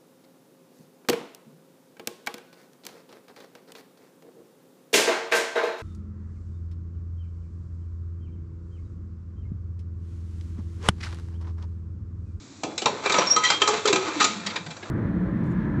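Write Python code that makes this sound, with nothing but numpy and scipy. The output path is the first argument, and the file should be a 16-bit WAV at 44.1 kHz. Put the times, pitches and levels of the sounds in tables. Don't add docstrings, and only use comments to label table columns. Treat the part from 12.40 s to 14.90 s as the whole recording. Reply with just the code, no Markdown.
import sys
import numpy as np
from scipy import signal
from scipy.fft import rfft, irfft
from scipy.io import wavfile

SR = 44100
rng = np.random.default_rng(int(sys.argv[2]) if len(sys.argv) > 2 else 0)


def store_wav(level_fs):
    pcm = np.round(np.clip(np.atleast_2d(level_fs), -1, 1) * 32767)
    wavfile.write(sys.argv[1], SR, pcm.T.astype(np.int16))


N = 110250
TIME = np.arange(N) / SR

# frequency in Hz, gain in dB.
ROOM_SPECTRUM = [(25, -35), (50, -12.5), (90, -4), (180, -12.5), (290, -5.5), (400, -19.5), (1000, -32),
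                 (3500, -30.5)]
RUB_SPECTRUM = [(60, -21), (170, -1), (450, 0), (1100, -0.5), (1900, -2.5), (3900, -8), (5000, -12.5),
                (7500, -13.5)]
MIC_RESPONSE = [(40, -18.5), (110, -7.5), (200, -4), (450, -2.5), (630, -3.5), (1200, 3), (1800, -3.5),
                (2400, 1), (2950, -5.5), (3900, 3), (5000, -1.5), (6300, 0.5), (7500, 2), (8100, -10)]
# start in seconds, levels in dB of bass, low mid, high mid,
# treble, lid ring and pot ring, favoured pitch in Hz.
IMPACTS = [ (0.2339, -22.5, -34.5, -33.5, -28.5, -38, -26.5, 317),
           (0.3784, -54, -45, -24, -23, -49, -34, 2440), (0.418, -24, -44, -24.5, -28.5, -49, -45, 2900),
           (0.4575, -17.5, -17, -19.5, -19, -40.5, -28, 610),
           (.659, -29.5, -23.5, -25, -30.5, -47.5, -24, 404),
           (0.696, -32, -27.5, -22.5, -26, -28.5, -25, 2460),
           (0.721, -42.5, -26, -24.5, -22, -37.5, -48, 3700),
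           (.741, -26, -19.5, -21.5, -31, -28, -42, 1300), (.785, -18, -23.5, -21.5, -27.5, -33, -25, 557),
           (.818, -34, -25.5, -28, -34.5, -35, -29, 1025), (.962, -27, -24, -23, -20, -18, -33.5, 4150),
           (1.037, -59, -56.5, -23.5, -22.5, -19, -44, 1953),
           (1.049, -55.5, -57.5, -22, -23.5, -22, -52, 3174),
           (1.101, -32.5, -20.5, -16, -19.5, -29.5, -43, 1430),
           (1.119, -42.5, -23.5, -25.5, -39, -34, -45, 2200),
           (1.217, -28, -20, -15, -21, -21.5, -25.5, 3150),
           (1.2743, -32.5, -19.5, -22.5, -19, -35.5, -35.5, 950),
           (1.286, -32.5, -21.5, -35.5, -22, -31, -24, 810), (1.455, -33, -23, -31, -24, -25.5, -23.5, 493),
           (1.475, -54, -34.5, -22.5, -23, -29.5, -36, 3590),
           (1.5273, -22, -21.5, -16.5, -18, -28.5, -21.5, 2640),
           (1.558, -33.5, -29.5, -21.5, -24, -35, -35.5, 2640),
           (1.801, -28.5, -27, -24, -30.5, -21, -33, 1870),
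           (1.810, -46.5, -26.5, -24.5, -33.5, -29, -37, 1247),
           (1.821, -40, -35, -29, -27.5, -35, -46, 5810), (1.841, -32.5, -30.5, -24.5, -23, -23, -57, 6860)]
# centre in Hz, clack decay in seconds,
# relative tail level in dB, tail decay in seconds. Decay times are for a fall of 60 dB.
WALL_BANDS = [(250, 0.094, -9, 0.664), (1110, 0.051, -5, 0.14), (2870, 0.054, -17.5, 0.37),
              (6100, 0.035, -9.5, 0.12)]
# frequency in Hz, relative level in dB, decay time in seconds.
FREE_LID_MODES = [(1010, -7.5, 0.35), (1265.6, 4, 0.28), (1465, -18.5, 0.63), (2010, -10.5, 0.25),
                  (3167.2, 3.5, 0.17), (4050, -11, 0.14), (5800, -2, 0.18)]
SEATED_LID_MODES = [(1248.6, 2, 0.19), (1352, 2, 0.18), (2620, -6, 0.25), (3614, -1, 0.16),
                    (3994, -5, 0.24), (4370, -13, 0.34), (5810, -3.5, 0.169), (7070, -17, .28)]
POT_MODES = [(310.6, -1.5, 0.53), (391.7, -1.5, 0.29), (419, -8.5, 0.18), (493.7, 5.5, 0.24),
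             (534.3, 3.5, 0.34), (676.3, -5, 0.13), (848, 0.5, 0.22), (1014, -11.5, 0.32), (1761, -2, 0.11),
             (2390, -3.5, 0.11), (2640, -1, 0.14), (3430, -13.5, 0.63)]
# time in seconds, gain in dB.
RUB_FORCE = [(.2, -63.5), (.32, -44.5), (.39, -59), (.43, -43), (.5, -38.5), (.62, -40.5), (.66, -27),
             (.69, -32), (.77, -25), (.85, -31.5), (.95, -33.5), (1.02, -39.5), (1.06, -34), (1.14, -34.5),
             (1.195, -44), (1.214, -33), (1.26, -37.5), (1.35, -27), (1.44, -42.5), (1.485, -23.5),
             (1.524, -38), (1.56, -33.5), (1.61, -36), (1.66, -30.5), (1.79, -36.5), (1.96, -41),
             (2.03, -42), (2.14, -37), (2.23, -47.5), (2.4, -50), (2.46, -42.5)]
RUB_BRIGHTNESS = [(.5, -3), (.85, 1.5), (.96, -5), (1.06, 8.5), (1.17, 5.5), (1.36, 1.5), (1.48, 4.5),
                  (1.72, -2), (1.86, 11.5), (2.2, -9.5)]
# start and length in seconds, first and last pitch in Hz, level in dB,
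# roughness from 0 to 1.
STICK_SLIPS = [(0.655, 0.026, 2385, 2370, -27, 0), (0.691, 0.025, 2334, 2360, -29, .3),
               (0.76, 0.08, 997, 1022, -28, 0.54), (.785, .05, 563.5, 539, -25.5, 0.3),
               (0.779, 0.0238, 5770, 5680, -24, 0.6), (0.869, 0.024, 5480, 5580, -21, 0.2),
               (0.891, 0.062, 5530, 5678, -24.5, 0.48), (0.904, 0.028, 5580, 5644, -15, 0),
               (1.032, 0.042, 1938, 1974, -21, 0.36), (1.045, 0.14, 3185, 3224, -27, 0.3),
               (1.039, 0.055, 4124, 3965, -30.5, 0.7)]
# start in seconds, pitch in Hz, level in dB, decay in seconds.
CAVITY_BOOMS = [(1.213, 411, -20, 0.16), (1.272, 420.6, -23, 0.52), (1.33, 429.3, -23, 0.29),
                (1.451, 408.5, -9.5, 0.1), (1.494, 397.7, -10.5, 0.13), (1.526, 302, -18, .13),
                (1.54, 388.3, -21.5, .45), (1.672, 322, -20.5, 0.15), (1.755, 292.3, -26, 0.6),
                (1.87, 212.6, -34.5, 0.61), (1.949, 189.8, -32.5, 0.51), (2.055, 204, -28.5, 0.24),
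                (2.199, 180, -30, .2), (2.256, 155.3, -31.5, 0.36)]
# start in seconds, levels in dB of bass, low mid,
# high mid and treble.
HANDLE_IMPACTS = [(2.061, -33.5, -39.5, -24, -30.5), (2.099, -56, -52, -34, -49),
                  (2.156, -35, -32.5, -25, -36), (2.26, -38.5, -43.5, -38.5, -45),
                  (2.303, -43, -44, -36.5, -41), (2.362, -42, -48, -44.5, -45),
                  (2.425, -38.5, -62, -36, -73.5)]

AMBIENT_DB, HUM_DB, HUM_HZ = -42.5, -48.5, 101.6
ECHO_DB, ROOM_T60_S = -9, 0.26
CONTACT_S, SEATED_AT_S, BAND_LIMIT_HZ = 0.0015, 1.79, 8250
FOCUS_DB, FOCUS_OCTAVES = 6.5, 0.14
WALL_RIPPLE_DB, WALL_RIPPLE_HZ = 3.5, 59.5
RATTLE_DB, RATTLE_STEP_S = 2.5, 0.008
RING_FOLLOW = 0.14
GRAINS_PER_S, GRAIN_SPREAD_DB, RUB_POT_DB, RUB_LID_DB = 1500, 0.5, -6, -13
SLIPS_PER_S, SLIP_RING_S, SQUEAK_JITTER_HZ = 180, 0.0018, 15
BOOM_RISE_S, BOOM_WAVER_HZ = 0.005, 14


def amp(db):
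    return 10 ** (np.asarray(db) / 20)


def unit(x):
    return x / np.sqrt(np.mean(x ** 2) + 1e-20)


def add(mix, start_s, sound):
    part = mix[max(round(start_s * SR), 0):][:len(sound)]
    part += sound[:len(part)]


def colour(x, points):
    point_hz, db = np.transpose(points)
    hz = np.fft.rfftfreq(2 * len(x), 1 / SR)
    gain = amp(np.interp(np.log(hz + 1), np.log(point_hz), db))
    return irfft(rfft(x, 2 * len(x)) * gain)[:len(x)]


def wander(size, step):
    return unit(np.interp(np.arange(size) / step, np.arange(4096), rng.standard_normal(4096)))


def kitchen(x):
    t = TIME[:SR // 2]
    reflections = rng.standard_normal(len(t)) * (rng.random(len(t)) < .05) * (t > .003)
    reflections *= amp(-60 * t / ROOM_T60_S)
    echo = signal.fftconvolve(x, reflections / np.linalg.norm(reflections))[:N]
    air = unit(colour(rng.standard_normal(N), ROOM_SPECTRUM))
    hum = np.sqrt(2) * np.sin(2 * np.pi * HUM_HZ * TIME)
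    return x + amp(ECHO_DB) * echo + amp(AMBIENT_DB) * air + amp(HUM_DB) * hum


def focus(hz, focus_hz):
    return FOCUS_DB * np.exp(-(np.log2((hz + 1) / focus_hz) / FOCUS_OCTAVES) ** 2)


def ring(modes, bands_db=None, focus_hz=None):
    t = TIME[:SR // 2]
    hz, db, t60 = np.transpose(modes)[:, :, None]
    norm = np.sqrt((amp(db) ** 2).sum() / 2)
    if bands_db:
        log_centres = np.log([row[0] for row in WALL_BANDS])
        tilt_db = np.interp(np.log(hz), log_centres, bands_db) - max(bands_db)
        db = db + focus(hz, focus_hz) + RING_FOLLOW * tilt_db
    phase = 2 * np.pi * rng.random((len(hz), 1))
    rattle_db = RATTLE_DB * np.array([wander(len(t), RATTLE_STEP_S * SR) for _ in modes])
    partials = amp(db - 60 * t / t60 + rattle_db) * np.sin(2 * np.pi * hz * t + phase)
    return partials.sum(0) / norm * (1 - np.exp(-t / CONTACT_S))


def clack(bands_db, rise_s, hold_s, focus_hz):
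    t = TIME[:SR // 2]
    since_hold = np.maximum(t - hold_s, 0)
    hz = np.fft.rfftfreq(len(t), 1 / SR)
    log_centres = np.log([row[0] for row in WALL_BANDS])
    passband = (hz < BAND_LIMIT_HZ) * (hz / np.hypot(hz, 160)) ** 3
    spectrum = rfft(rng.standard_normal(len(t))) * passband
    spectrum *= amp(focus(hz, focus_hz) + WALL_RIPPLE_DB * wander(len(hz), WALL_RIPPLE_HZ / hz[1]))
    out = 0
    for share, db, (_, t60, tail_db, tail_t60) in zip(np.eye(len(WALL_BANDS)), bands_db, WALL_BANDS):
        band = unit(irfft(spectrum * np.interp(np.log(hz + 1), log_centres, share), len(t)))
        front = 1.162 * amp(-60 * since_hold / t60)
        tail = amp(tail_db - 60 * t / tail_t60)
        out += band * amp(db) * np.hypot(front, tail)
    return out * (1 - np.exp(-t / rise_s))


def knocks():
    out = np.zeros(N)
    for start_s, *bands_db, lid_db, pot_db, focus_hz in IMPACTS:
        lid_modes, hold_s = (FREE_LID_MODES, .001) if start_s < SEATED_AT_S else (SEATED_LID_MODES, .011)
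        lid = amp(lid_db) * ring(lid_modes, bands_db, focus_hz)
        pot = amp(pot_db) * ring(POT_MODES, bands_db, focus_hz)
        add(out, start_s, clack(bands_db, CONTACT_S, hold_s, focus_hz) + lid + pot)
    return out


def scrape():
    slips = (rng.random(N) < GRAINS_PER_S / SR) * rng.choice([-1, 1], N)
    sizes = amp(GRAIN_SPREAD_DB * np.minimum(rng.exponential(1, N), 4))
    force = unit(slips * sizes) + 0.5 * rng.standard_normal(N)
    force *= amp(np.interp(TIME, *np.transpose(RUB_FORCE)))
    lowpass = signal.butter(8, BAND_LIMIT_HZ, fs=SR, output="sos")
    walls = unit(signal.sosfilt(lowpass, colour(force, RUB_SPECTRUM))) * force.std()
    treble = colour(walls, [(1000, -30), (2500, 0)])
    out = walls + treble * (amp(np.interp(TIME, *np.transpose(RUB_BRIGHTNESS))) - 1)
    free = TIME < SEATED_AT_S
    for modes, driven, db in [(POT_MODES, 1, RUB_POT_DB), (FREE_LID_MODES, free, RUB_LID_DB),
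                              (SEATED_LID_MODES, ~free, RUB_LID_DB)]:
        response = ring(modes)
        out += amp(db) * signal.fftconvolve(force * driven, response / np.linalg.norm(response))[:N]
    return out


def squeaks():
    out = np.zeros(N)
    for start_s, length_s, first_hz, last_hz, db, roughness in STICK_SLIPS:
        size = round(length_s * SR)
        progress = np.linspace(0, 1, size)
        hz = first_hz + (last_hz - first_hz) * progress + SQUEAK_JITTER_HZ * wander(size, .002 * SR)
        kicks = (rng.random(size) < SLIPS_PER_S / SR) * np.exp(2j * np.pi * rng.random(size))
        slips = signal.lfilter([1], [1, -np.exp(-1 / (SLIP_RING_S * SR))], kicks)
        modulation = 1 - roughness + 2 * roughness * slips
        tone = (modulation * np.exp(2j * np.pi * np.cumsum(hz) / SR)).real
        add(out, start_s, amp(db) * unit(tone) * abs(np.sin(np.pi * progress)) ** 0.51)
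    return out


def booms():
    out, t = np.zeros(N), TIME[:SR // 2]
    attack = (1 - np.exp(-t / BOOM_RISE_S)) ** 2
    for start_s, hz, db, t60 in CAVITY_BOOMS:
        waver_hz = BOOM_WAVER_HZ * wander(len(t), RATTLE_STEP_S * SR)
        cycles = np.cumsum(hz + waver_hz) / SR + rng.random()
        decay = amp(db - 60 * t / t60 + RATTLE_DB * wander(len(t), RATTLE_STEP_S * SR))
        add(out, start_s, np.sqrt(2) * attack * decay * np.sin(2 * np.pi * cycles))
    return out


def handles():
    out = np.zeros(N)
    for start_s, *bands_db in HANDLE_IMPACTS:
        add(out, start_s, clack(bands_db, rise_s=.0064, hold_s=.009, focus_hz=1630))
    return out


def scene():
    return kitchen(knocks() + handles() + scrape() + squeaks() + booms())[None]


def record(dry):
    lowpass = signal.firwin(255, BAND_LIMIT_HZ, window=("kaiser", 8), fs=SR)
    return signal.oaconvolve(colour(dry[0], MIC_RESPONSE), lowpass, "same")[None]


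dry = scene()
out = record(dry)
store_wav(out)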